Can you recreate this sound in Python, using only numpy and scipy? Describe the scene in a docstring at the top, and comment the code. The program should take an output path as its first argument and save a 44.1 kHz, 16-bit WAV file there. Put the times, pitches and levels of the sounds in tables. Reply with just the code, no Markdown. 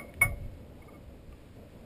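"""An old tractor's flywheel is pulled round by hand in the open, amid shuffling feet and light wind.
One clank is dying away when, at 0.2 s, the steel trip lever snaps over again: its modes ring, the iron
frame shakes, and a deep throb and a dull knock follow. Wind bumps the microphone twice. Near 0.9 s the
lever rubs on its cam; later the linkage ticks and the frame knocks faintly. Throughout, a camera's
coarse sampling mirrors the ring into the high treble."""
import sys
import numpy as np
from scipy import signal
from scipy.fft import rfft, irfft, next_fast_len
from scipy.io import wavfile
from scipy.ndimage import map_coordinates

SR = 44100
rng = np.random.default_rng(int(sys.argv[2]) if len(sys.argv) > 2 else 0)


def dump_mix(stems):
    """Bounce the given channels to the path in sys.argv[1] as a 16-bit WAV at rate SR."""
    frames = np.atleast_2d(stems).T  # one column per channel
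    limited = np.clip(frames, -1, 1)  # hard clip at full scale
    pcm = np.round(limited * 32767).astype(np.int16)
    wavfile.write(sys.argv[1], SR, pcm)


N = 81585

# hiss of the open air: t/s, level/dB
AIR_LEVEL = [(0, -58.5), (.35, -60.5), (.52, -58.5), (.65, -61), (.9, -60.5), (1.05, -61), (1.36, -60.5),
             (1.45, -59), (1.65, -60), (1.85, -59)]
# its spectrum: f/Hz, relative density/dB
AIR_SPECTRUM = [(100, 7), (600, -9), (1000, -5), (1600, -6), (2400, -5), (3200, -8.5), (4200, -11.5),
                (5500, -12.5)]
# wind rumble on the microphone: t/s, level/dB
GUST_LEVEL = [(0, -56), (.15, -51), (.19, -46), (.255, -31.5), (.31, -38), (.36, -45), (.42, -34.5),
              (.47, -39.5), (.54, -44.5), (.63, -48.5), (.76, -49.5), (.99, -53), (1.09, -47.5),
              (1.22, -53), (1.33, -45.5), (1.42, -52.5), (1.85, -50.5)]
# its spectrum: f/Hz, relative density/dB
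GUST_SPECTRUM = [(12, -9.5), (33, -4), (52, -3.5), (80, 0), (110, -6), (160, -9.5), (250, -44), (600, -48),
                 (1500, -93)]
# single pressure pulses of wind: t/s, level/dB, width/s
BUFFETS = [(0.2625, -27.5, 0.0019), (0.46, -30.5, 0.0064)]
# feet on grass and the rolling flywheel together: t/s, level/dB
SHUFFLE_LEVEL = [(0, -44.5), (.11, -50.5), (.19, -49.5), (.26, -42), (.36, -50.5), (.5, -52), (.59, -52),
                 (.65, -51.5), (.77, -53), (.84, -53.5), (.89, -50.5), (.97, -50.5), (1.04, -55.5),
                 (1.13, -49.5), (1.25, -53.5), (1.33, -53), (1.43, -54.5), (1.56, -53.5), (1.59, -50),
                 (1.66, -53.5), (1.85, -50.5)]
# their spectrum: f/Hz, relative density/dB
SHUFFLE_SPECTRUM = [(60, -6.5), (140, -4), (245, 1), (380, -6.5), (570, -4), (760, -15.5), (1100, -23),
                    (2500, -43.5)]
# ticks of loose linkage: t/s, noise level/dB, noise T60/s, ping level/dB
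TICKS = [(0.1402, -46, 0.018, -75.5), (1.3258, -50, 0.019, -53)]
# spectrum of their noise: f/Hz, relative density/dB
TICK_SPECTRUM = [(400, -1), (1200, -10), (2000, 5.5), (3100, 6), (3900, -23), (5500, -33)]
# rubs of the lever: t/s, duration/s, upper tone level/dB, lower tone level/dB
RUBS = [(.082, 0.022, -52.5, -75), (0.817, 0.018, -51.5, -65), (.878, 0.023, -54, -51),
        (0.927, 0.049, -57, -55)]
# dry friction of the lever on its cam: f/Hz, relative density/dB
SCRAPE_SPECTRUM = [(300, -10.5), (560, -0.5), (850, -0.5), (1100, -11), (1600, -25), (2200, -17),
                   (3000, -24.5)]
# soft knocks of the frame: t/s, gain/dB, T60/s
KNOCKS = [(.313, -31, 0.073), (1.577, -65, 0.076)]
# their spectrum: f/Hz, relative density/dB
KNOCK_SPECTRUM = [(100, -3), (300, -24), (580, 15.5), (720, 4.5), (1100, -33.5), (2500, -47)]
# low resonances of the engine: f/Hz, gain/dB, T60/s
ENGINE_MODES = [(34, -32, 1), (69.4, -27.5, 0.22), (92.3, -49, 0.37)]
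# blows of the trip lever: t/s, gain/dB
CLANKS = [(-.052, -11), (0.215, -8.5)]
# modes of the lever and its mounting: f/Hz, relative level/dB, T60/s
LEVER_MODES = [(574, -32.5, 0.68), (696.6, -37, 0.54), (753, -26, 0.066), (1104, -12.5, 0.046),
               (1143, -22.5, .2), (1175, -31.5, 0.11), (1236, -35.5, .17), (1324, -33, 0.14),
               (1445, -22.5, 0.12), (1862, -32, 0.18), (2205, 0.5, 0.11), (2130, -29.5, 0.32),
               (2326, -43, 0.32), (3558, -37.5, 0.11), (4090, -45.5, 0.1), (5075, -39.5, 0.21),
               (5160, -42, 0.13)]
# dense ringing of the iron frame: f/Hz, relative density/dB
FRAME_SPECTRUM = [(150, 2), (450, -13.5), (750, 3.5), (920, -11.5), (1120, 3.5), (1430, -4), (1620, -17),
                  (1860, -3), (2250, -13), (2600, -16.5), (3500, -19), (4500, -35), (5500, -34.5)]
# low-pass response ahead of the sampler: f/Hz, gain/dB
INPUT_FILTER = [(20, -1.5), (5100, -1), (5500, -6), (5950, -13.5)]


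def amp(db):
    """Amplitude ratio: a factor of ten per 20 dB."""
    return 10 ** (np.asarray(db) / 20)


def unit(x):
    """Normalisation to an rms of 1."""
    return x / np.sqrt(np.mean(x ** 2) + 1e-20)


def gain_at(points, hz):
    """Frequency response: decibels interpolated over log frequency, returned as gain."""
    f, db = np.transpose(points)
    return amp(np.interp(np.log(hz + 1), np.log(f + 1), db))


def clock():
    """Uniform sampling: t/s of every sample."""
    return np.arange(N) / SR


def envelope(points):
    """Amplitude envelope: decibels interpolated over time, returned as gain."""
    return amp(np.interp(clock(), *np.transpose(points)))


def wobble(knots_per_s):
    """Random modulation: a spline through Gaussian values."""
    return map_coordinates(rng.standard_normal(1024), [clock() * knots_per_s], mode="wrap")


def filtered(x, response):
    """Linear filtering: the spectrum of x times a frequency response."""
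    size = next_fast_len(N + SR // 2)
    hz = np.fft.rfftfreq(size, 1 / SR)
    return irfft(rfft(x, size) * response(hz), size)[:N]


def noise(spectrum):
    """Spectral shaping of white noise, at an rms of 1."""
    return unit(filtered(rng.standard_normal(N), lambda hz: gain_at(spectrum, hz)))


def decay(t60):
    """Exponential damping: 60 dB lost in t60 seconds."""
    return np.exp(-np.log(1000) * clock() / t60)


def rise(tau_s):
    """First-order build-up with time constant tau_s."""
    return 1 - np.exp(-clock() / tau_s)


def placed(x, start):
    """Time shift of x by start seconds, which may be negative."""
    k = int(round(start * SR))
    return np.pad(x, (max(k, 0), max(-k, 0)))[max(-k, 0):][:N]


def wind():
    """Turbulent pressure on the microphone: a rumble and two bumps, over the hiss of open air."""
    rumble = envelope(GUST_LEVEL) * noise(GUST_SPECTRUM)
    hiss = envelope(AIR_LEVEL) * amp(0.505 * wobble(11.63)) * noise(AIR_SPECTRUM)
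    out = rumble + hiss
    for centre, db, width in BUFFETS:
        u = (clock() - centre) / width
        out += amp(db) * (1 - u ** 2) * np.exp(-u ** 2 / 2)
    return out


def shuffle():
    """Friction and rolling noise: feet and flywheel make one dull, uneven sound."""
    uneven = noise(SHUFFLE_SPECTRUM) * amp(1.6 * wobble(25.41))
    return envelope(SHUFFLE_LEVEL) * unit(uneven)


def linkage_ticks(ping_hz=1172):
    """Backlash: slack in the linkage closes with a dry tick and a slight ping."""
    ping = np.sin(2 * np.pi * ping_hz * clock()) * decay(t60=0.07)
    out = np.zeros(N)
    for start, db, t60, ping_db in TICKS:
        tick = amp(db) * noise(TICK_SPECTRUM) * decay(t60)
        out += placed(tick + amp(ping_db) * ping, start)
    return out


def lever_rubs(upper_hz=2200, lower_hz=1200, waver_hz=30.5, scrape_s=0.87, scrape_width_s=0.073):
    """Sliding friction: the lever scrapes on its cam, and two of its resonances sing briefly."""
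    t = clock()
    scrape_swell = np.exp(-((t - scrape_s) / scrape_width_s) ** 2 / 2)
    out = amp(-58) * noise(SCRAPE_SPECTRUM) * scrape_swell
    tone = lambda hz: np.sin(2 * np.pi * np.cumsum(hz + waver_hz * wobble(200)) / SR)
    for start, duration, upper_db, lower_db in RUBS:
        swell = np.sin(np.pi * np.clip((t - start) / duration, 0, 1))
        out += swell * (amp(upper_db) * tone(upper_hz) + amp(lower_db) * tone(lower_hz))
    return out


def frame_knocks():
    """Soft impact: the iron frame responds with a gradual onset and little treble."""
    out = np.zeros(N)
    for start, db, t60 in KNOCKS:
        knock = noise(KNOCK_SPECTRUM) * decay(t60) * rise(tau_s=0.011)
        out += amp(db) * placed(knock, start)
    return out


def damped_modes(modes):
    """Modal superposition: free vibration as a sum of decaying sinusoids."""
    return sum(amp(db) * decay(t60) * np.sin(2 * np.pi * hz * clock()) for hz, db, t60 in modes)


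def engine_throb():
    """Resonance: the engine's low modes swell just after the clank."""
    return placed(damped_modes(ENGINE_MODES) * rise(tau_s=0.021), start=0.224)


def with_yard_scatter(x):
    """Scattering: canopy, wheels and sheds add a weak, late tail to the direct sound."""
    tail = placed(rng.standard_normal(N) * decay(t60=1), start=0.03)
    return x + amp(-36.5) * signal.fftconvolve(x, tail / np.linalg.norm(tail))[:N]


def lever_clanks(touch_lead_s=0.0022):
    """Impact excitation: the lever touches, then slams home, ringing its own modes and the frame's."""
    ring = damped_modes(LEVER_MODES)
    out = np.zeros(N)
    for start, db in CLANKS:
        frame = amp(-18) * noise(FRAME_SPECTRUM) * decay(t60=0.16)  # modes so dense they act as noise
        blow = (ring + frame) * rise(tau_s=0.0029)
        touch_frame = amp(-7.5) * noise(FRAME_SPECTRUM)
        touch = amp(-20.5) * (ring + touch_frame) * decay(t60=0.052)
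        out += amp(db) * placed(touch, start - touch_lead_s)
        out += amp(db) * placed(with_yard_scatter(blow), start)
    return out


def scene():
    """Linear superposition: the pressures of all sources add at one microphone."""
    tractor = lever_clanks() + engine_throb() + frame_knocks() + lever_rubs() + linkage_ticks()
    return (tractor + shuffle() + wind())[None]


def record(dry, hold_hz=12000, top_hz=15300):
    """Spectral imaging: the camera's sample-and-hold mirrors the sound about its sampling rate."""
    band = filtered(dry[0], lambda hz: gain_at(INPUT_FILTER, hz) * (hz < hold_hz / 2))
    mirrored = band * (1 + 2 * amp(0.5) * np.cos(2 * np.pi * hold_hz * clock()))
    # holding each value makes the treble droop as a sinc
    return filtered(mirrored, lambda hz: np.sinc(hz / hold_hz) * (hz < top_hz))[None]


dry = scene()
out = record(dry)
dump_mix(out)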